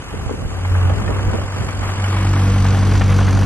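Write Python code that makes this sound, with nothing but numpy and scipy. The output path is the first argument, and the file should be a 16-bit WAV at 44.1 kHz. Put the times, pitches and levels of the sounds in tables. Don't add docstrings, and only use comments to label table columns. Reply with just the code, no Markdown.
import sys
import numpy as np
from scipy import signal
from scipy.fft import rfft, irfft
from scipy.io import wavfile
from scipy.ndimage import uniform_filter1d

SR = 44100
rng = np.random.default_rng(int(sys.argv[2]) if len(sys.argv) > 2 else 0)


def materialize(psi):
    bounded = np.clip(np.atleast_2d(psi).T, -1, 1)
    quanta = np.round(bounded * 32767).astype(np.int16)
    wavfile.write(sys.argv[1], SR, quanta)


def makeup_ratio(level_db):
    decades = np.asarray(level_db, float) / 20
    return 10 ** decades


N = 152145
T = np.arange(N) / SR

# (time [s], twice the firing rate [Hz], boom level [dB])
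ENGINE = [(0.5, 91.3, -22), (0.53, 91.8, -31.5), (0.7, 91.85, -17.5), (0.86, 90, -14.5),
          (0.93, 92.4, -17.5), (0.939, 95.7, -26.5), (1.229, 96.3, -22.5), (1.47, 96.5, -27.5),
          (1.94, 95.7, -23), (1.951, 94.2, -38), (1.989, 95.8, -20.5), (2.44, 96.54, -14.5),
          (3.34, 96.2, -14.5), (3.45, 99.3, -15)]
# (multiple of firing rate [-], facing away [dB to boom], facing us [dB to boom], waver [dB])
EXHAUST = [(1, -13, -9, 1.5), (2, 2.06, 1.13, 0.17), (3, -23, -13, 1.5), (4, -25.5, -11, .8),
           (5, -46, -22, -0.5), (6, -28.5, -29, 3.5), (7, -32.5, -35, 1.5), (10, -35, -32, 6)]
# (multiple of firing rate [-], level [dB to boom])
UNEVEN_CYLINDERS = [(2 / 3, -36), (4 / 3, -29), (5 / 3, -30.5), (7 / 3, -29), (8 / 3, -25.5),
                    (10 / 3, -31.5), (13 / 3, -27)]
# (time [s], level [dB])
TRACK_EFFORT = [
    (0.0, -35),
    (0.29, -36.5),
    (0.3, -38.5),
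    (0.33, -34),
    (0.49, -37),
    (0.75, -30.5),
    (1.78, -31.5),
    (1.88, -27),
    (3.28, -29.5),
    (3.45, -31),
]
# (frequency [Hz], level [dB per Hz])
SCUFF = [(150, 2.5), (300, -6), (600, -4.5), (1100, -2), (1700, -6), (2400, -9.5), (3200, -11),
         (5000, -25.5)]
GRIT_HZ = [500, 790, 1167, 1510, 2200, 2970]
# (time [s], peak level [dB], pitch [Hz])
KNOCKS = [(0.13, -32, 668), (0.177, -33, 980), (0.295, -25, 940), (0.559, -28.5, 1190), (0.584, -41, 725),
          (0.648, -15.5, 977), (0.751, -14, 990), (0.813, -18.5, 960), (0.896, -13.5, 697),
          (0.935, -19.5, 580), (1.015, -19.5, 890.5), (1.042, -31, 800), (1.077, -15, 1130),
          (1.144, -21, 618.4), (1.192, -15.5, 756), (1.293, -21, 1230), (1.33, -24, 834),
          (1.346, -19.5, 624.5), (1.415, -18, 667), (1.481, -22, 946), (1.532, -23.5, 796),
          (1.566, -22, 768), (1.619, -18.5, 800), (1.687, -15.5, 1040), (1.829, -20, 870),
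          (1.873, -18, 626), (1.891, -16, 1004), (1.998, -19, 1395), (2.041, -15, 1350),
          (2.119, -29.5, 1286), (2.169, -16, 1020), (2.22, -20, 1000), (2.267, -17, 1102),
          (2.309, -18, 772), (2.336, -16, 1040), (2.361, -13.5, 653), (2.396, -22, 1431),
          (2.468, -20, 1144), (2.542, -33, 1160), (2.559, -14, 656), (2.65, -13.5, 787), (2.68, -20, 1114),
          (2.746, -14, 650), (2.772, -14.5, 632), (2.826, -14.5, 664.7), (2.867, -20.5, 1375),
          (2.918, -12, 695), (2.954, -16.5, 1183), (3.01, -11.5, 823), (3.016, -16.5, 1099),
          (3.093, -16, 925), (3.107, -16, 636.3), (3.123, -19, 1041), (3.187, -9.5, 660),
          (3.21, -12.5, 698.5), (3.28, -12.5, 910), (3.293, -20, 771), (3.326, -17, 1081),
          (3.373, -15, 660), (3.422, -16.5, 791)]
# (frequency [Hz], level [dB per Hz])
TICK = [(300, -11.5), (800, 4), (1500, 2.1), (2300, -3.5), (3800, -7.5), (5000, -35)]
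# (frequency [Hz], level [dB per Hz])
HISS_AWAY = [(1500, -20), (2500, 0.1), (3800, -6), (5800, -8), (6700, -5), (8500, -9), (9700, -17),
             (11000, -16)]
# (frequency [Hz], level [dB per Hz])
HISS_NEAR = [(1500, -9), (3000, -11.5), (4600, 6), (5200, 1.5), (6000, 4), (8300, -1), (9800, -24),
             (11100, -37)]
# (frequency [Hz], level [dB per Hz])
RUMBLE = [(25, -26), (45, 9), (90, 0.8), (160, -3.5), (300, -6), (600, -14.5), (1500, -31)]
# (frequency [Hz], level [dB per Hz])
WIND = [(28, -58), (55, 2), (90, -0.5), (200, -13.5), (450, -16.5), (900, -28.5), (1600, -31), (4000, -98)]
# (time [s], level [dB])
BREEZE = [(0, -40), (.2, -25.5), (.55, -28), (.7, -28.5), (.9, -21), (1.4, -23), (1.5, -34.5), (1.62, -25),
          (2.05, -36.5), (2.2, -79), (2.62, -58), (2.7, -25.5), (3.45, -22.5)]
# (time [s], level [dB], length [s], brightness [Hz])
BUFFETS = [(0.141, -23, 0.014, 500), (.268, -17, .03, 156), (0.295, -21.5, .011, 980),
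           (0.313, -18, 0.011, 573), (0.342, -21, .01, 407), (0.428, -25, 0.016, 500),
           (0.453, -19, 0.029, 120), (0.905, -23, .016, 690), (.972, -27, .014, 500),
           (1.1, -20, 0.029, 697), (1.163, -27, .012, 500), (1.277, -17.5, 0.034, 110.7),
           (1.341, -18.5, 0.031, 696), (1.389, -20.5, 0.0092, 587), (1.57, -26.5, .016, 500),
           (1.6, -18.5, .04, 160)]
# (time [s], share come ahead [0-1])
BEARING = [
    (0, .02),
    (1.0, .04),
    (2.0, .17),
    (2.6, .59),
    (3.15, .98),
]
# (frequency [Hz], left-right likeness [0-1])
SAME_ASIDE = [(60, .98), (300, .9), (1000, .75), (2800, .62), (3800, .86), (4700, .58), (5800, .64),
              (11000, .5)]
# (frequency [Hz], left-right likeness [0-1])
SAME_AHEAD = [(60, .995), (300, .98), (600, .8), (1200, .95), (3000, .9), (4800, .6), (5900, .85),
              (8500, .62)]
# (frequency [Hz], left leads by [rad])
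LEAD_ASIDE = [(0, 0), (900, .2), (2400, 2.2), (3700, 3.1), (5700, 3.3), (6600, 4.3), (9300, 4.2),
              (11000, 4.6)]
# (frequency [Hz], left leads by [rad])
LEAD_AHEAD = [(0, 0), (3000, .1), (4500, .3), (6200, -.2), (7200, 3.2), (8000, 4.1), (9500, 4.2),
              (11000, 4.7)]
# (frequency [Hz], left over right [dB])
TILT = [(100, .2), (1000, 1.5), (2500, -.3), (5000, 1.5), (6000, .2), (6800, -4), (8200, -1.5),
        (10000, -.1)]
# (frequency [Hz], threshold under the other [dB])
DROP_UNDER = [(100, -24), (500, -18), (1500, -10), (3000, -7.3), (4200, -6), (5200, -6.3), (6000, -5),
              (11000, -4.5)]
# (frequency [Hz], threshold [dB])
FAINT = [(7500, -4.5), (8800, -2.6), (9400, -.6), (9900, -.2), (10400, -1.4), (11000, -1.6), (11400, -.6),
         (11750, 1)]

TURN_S, TURN_WIDTH_S = 2.09, 0.09


def evened(x):
    return x / np.sqrt(np.mean(x ** 2) + 1e-20)


def read(points, hz):
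    f, value = np.transpose(points)
    return np.interp(np.log(hz + 1), np.log(f + 1), value)


def over_time(points):
    return np.interp(T, *np.transpose(points))


def noise():
    return rng.standard_normal((2, N))


def drift(top_hz):
    t = T[::128]
    rates = np.geomspace(top_hz / 10, top_hz, 12)
    wander = sum(np.sin(2 * np.pi * (f * t + rng.random())) / np.sqrt(f) for f in rates)
    return np.interp(T, t, evened(wander))


def facing(mid_s, width_s):
    return 1 / (1 + np.exp((mid_s - T) / width_s))


def colour(x, points):
    hz = np.fft.rfftfreq(N, 1 / SR)
    return evened(irfft(rfft(x) * makeup_ratio(read(points, hz)), N))


def firing():
    idle_s, idle_db = 0.514, -38
    s, hz, db = np.transpose(ENGINE)
    double_rate = np.interp(T, s, hz) * (1 + 0.0033 * drift(8.0))
    angle = np.pi * np.cumsum(double_rate) / SR
    return angle, np.interp(T, np.r_[idle_s, s], np.r_[idle_db, db])


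def exhaust(angle, boom_db):
    near = facing(TURN_S, TURN_WIDTH_S)
    pipe_bend = 0.85
    out = np.zeros(N)
    for order, away_db, near_db, waver_db in EXHAUST:
        level_db = boom_db + away_db + (near_db - away_db) * near + waver_db * drift(14.0)
        out += makeup_ratio(level_db) * np.cos(order * angle - pipe_bend * (2 * order - 3) ** 2 / 4)
    for order, db in UNEVEN_CYLINDERS:
        out += makeup_ratio(boom_db + db + 3.8 * drift(9.1)) * np.cos(order * angle + 6 * rng.random())
    return np.sqrt(2) * (out + near ** 2 * pump(angle))


def pump(angle):
    pump_hz, level_db, beat_db = 277.6, -34, -3.5
    turning = 2 * np.pi * np.cumsum(pump_hz * (1 + 0.0055 * drift(5.5))) / SR
    whine = np.cos(turning) + makeup_ratio(beat_db + 5.8 * drift(4.31)) * np.cos(turning + angle)
    return makeup_ratio(level_db + 1.7 * drift(11.0)) * whine


def tracks(angle):
    lug_hz, lug_db, grit_share_db = 10.0, 0.8, -13
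    surge_db = over_time(TRACK_EFFORT) + lug_db * drift(2 * lug_hz) + np.cos(angle)
    ground = noise() + makeup_ratio(grit_share_db) * evened(grit())
    return makeup_ratio(surge_db + 1.0) * colour(ground, SCUFF) + knocks()


def grit():
    per_s, spread_db = 1100, 3.0
    size = makeup_ratio(spread_db * np.minimum(rng.exponential(1, N), 3.0))
    size = size * (rng.random(N) < per_s / SR)
    kind = rng.integers(0, len(GRIT_HZ), N)
    t = np.arange(600) / SR
    strength = noise() * size
    out = np.zeros((2, N))
    for k, hz in enumerate(GRIT_HZ):
        snap = np.sin(2 * np.pi * hz * t) * np.exp(-t * hz / 2.8) * np.sqrt(hz)
        out += signal.oaconvolve(strength * (kind == k), snap[None])[:, :N]
    return out


def knocks():
    ring_t60_s, ring_db = 0.057, -6.5
    tick_t60_s, tick_db, scrape_t60_s, scrape_db = 0.011, -6.5, 0.084, -9
    t = np.arange(4000) / SR
    tick_and_scrape = makeup_ratio(tick_db - 60 * t / tick_t60_s) + makeup_ratio(scrape_db - 60 * t / scrape_t60_s)
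    out, struck = np.zeros((2, N)), np.zeros(N)
    for s, db, hz in KNOCKS:
        ring = np.zeros((2, len(t)))
        for ratio in (.62, .85, 1, 1.23, 1.6, 2.2):
            ring += np.sin(2 * np.pi * hz * ratio * t + 6 * rng.random((2, 1)))
        rise = makeup_ratio(db + ring_db) * np.minimum(t / 0.0011, 1)
        at = slice(round(s * SR), min(round(s * SR) + len(t), N))
        length = at.stop - at.start
        out[:, at] += (rise * makeup_ratio(-60 * t / ring_t60_s) * ring / 2)[:, :length]
        struck[at] += (rise * tick_and_scrape)[:length]
    return out + struck * colour(noise(), TICK)


def hiss(angle):
    away_db, near_db, puff_db, puff_early = -43.5, -37.5, -9, 0.18
    near = facing(1.75, 0.6)
    air = noise()
    mix = (1 - near) * makeup_ratio(away_db) * colour(air, HISS_AWAY)
    mix += near * makeup_ratio(near_db) * colour(air, HISS_NEAR)
    since = uniform_filter1d((angle / (2 * np.pi) + puff_early) % 1, size=60)
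    depth_db = puff_db * (.5 + .5 * near) * (1 + .2 * drift(20.0))
    puffs = makeup_ratio(depth_db * (np.minimum(since / .65, 1) - .6) + drift(30.0))
    return mix * puffs + valve_sigh()


def valve_sigh():
    mid_s, length_s, level_db, hz = 1.648, 0.11, -47, 9970
    sigh = colour(noise(), [(hz * 0.33, -25), (hz, 0.1), (hz * 0.83, -6)])
    return sigh * makeup_ratio(level_db) * np.exp(-((T - mid_s) / length_s) ** 2)


def rumble():
    level_db = -34.5 + 5.5 * facing(TURN_S, TURN_WIDTH_S) + 0.3 * drift(14.0)
    return makeup_ratio(level_db) * colour(noise(), RUMBLE)


def wind():
    lump_db, same = 1.5, 0.25
    lumps_db = lump_db * np.array([drift(30.0), drift(28.0)])
    out = makeup_ratio(over_time(BREEZE) + lumps_db) * colour(noise(), WIND)
    for s, db, length, hz in BUFFETS:
        t = np.arange(-2 * length, 2 * length, 1 / SR)
        band = signal.butter(3, [hz / 6, hz], "band", fs=SR)
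        puff = signal.lfilter(*band, rng.standard_normal((2, len(t))))
        bell = np.exp(-(np.where(t < 0, 3.0, 1.6) * t / length) ** 2)
        rms = np.sqrt(np.mean((puff * bell) ** 2) / np.mean(bell ** 2))
        out[:, round((s - 2 * length) * SR):][:, :len(t)] += makeup_ratio(db) * puff * bell / rms
    return np.array([out[0], same * out[0] + np.sqrt(1 - same ** 2) * out[1]])


def ports(direct, scattered):
    hz, t, (one, two) = signal.stft(np.array([direct, scattered]), SR, nperseg=512)
    ahead = np.clip(np.interp(t, *np.transpose(BEARING)), 0, 1)
    same = np.outer(read(SAME_ASIDE, hz), 1 - ahead) + np.outer(read(SAME_AHEAD, hz), ahead)
    same = np.clip(same, 0, 1)
    lead = np.outer(np.interp(hz, *np.transpose(LEAD_ASIDE)), 1 - ahead)
    lead += np.outer(np.interp(hz, *np.transpose(LEAD_AHEAD)), ahead)
    tilt = makeup_ratio(read(TILT, hz) / 2)[:, None]
    right = (same * one + np.sqrt(1 - same ** 2) * two) * np.exp(-1j * lead)
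    below_edge = (hz < 11750)[:, None]
    return signal.istft(np.array([one * tilt, right / tilt]) * below_edge, SR, nperseg=512)[1][:, :N]


def scene():
    angle, boom_db = firing()
    balance = makeup_ratio(np.array([[.05], [-.05]]))
    body = tracks(angle) + hiss(angle) + rumble()
    return exhaust(angle, boom_db) * balance + ports(*body) + wind()


def smoothed(power, bands, frames):
    return uniform_filter1d(uniform_filter1d(power, size=bands, axis=-2), size=frames, axis=-1)


def thinned(x):
    hz, _, z = signal.stft(np.array([x[0] + x[1], x[0] - x[1]]) / 2, SR, nperseg=1024)
    power = smoothed(abs(z) ** 2, 8, 3)
    kept = power > power[::-1] * makeup_ratio(2 * read(DROP_UNDER, hz))[:, None]
    both = smoothed((abs(z) ** 2).sum(0), 5, 4)
    around = uniform_filter1d(uniform_filter1d(both, size=14, axis=1), size=14, axis=0)
    faint_db = np.where(hz > FAINT[0][0], 2 * read(FAINT, hz), -60)
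    kept &= both > around * makeup_ratio(faint_db)[:, None]
    mid, side = signal.istft(z * kept, SR, nperseg=1024)[1][:, :N]
    return np.array([mid + side, mid - side])


def band_limit(x):
    return signal.sosfilt(signal.butter(12, 12730, fs=SR, output="sos"), x)


def record(dry):
    mix = thinned(dry)
    return band_limit(mix)


dry = scene()
out = record(dry)
materialize(out)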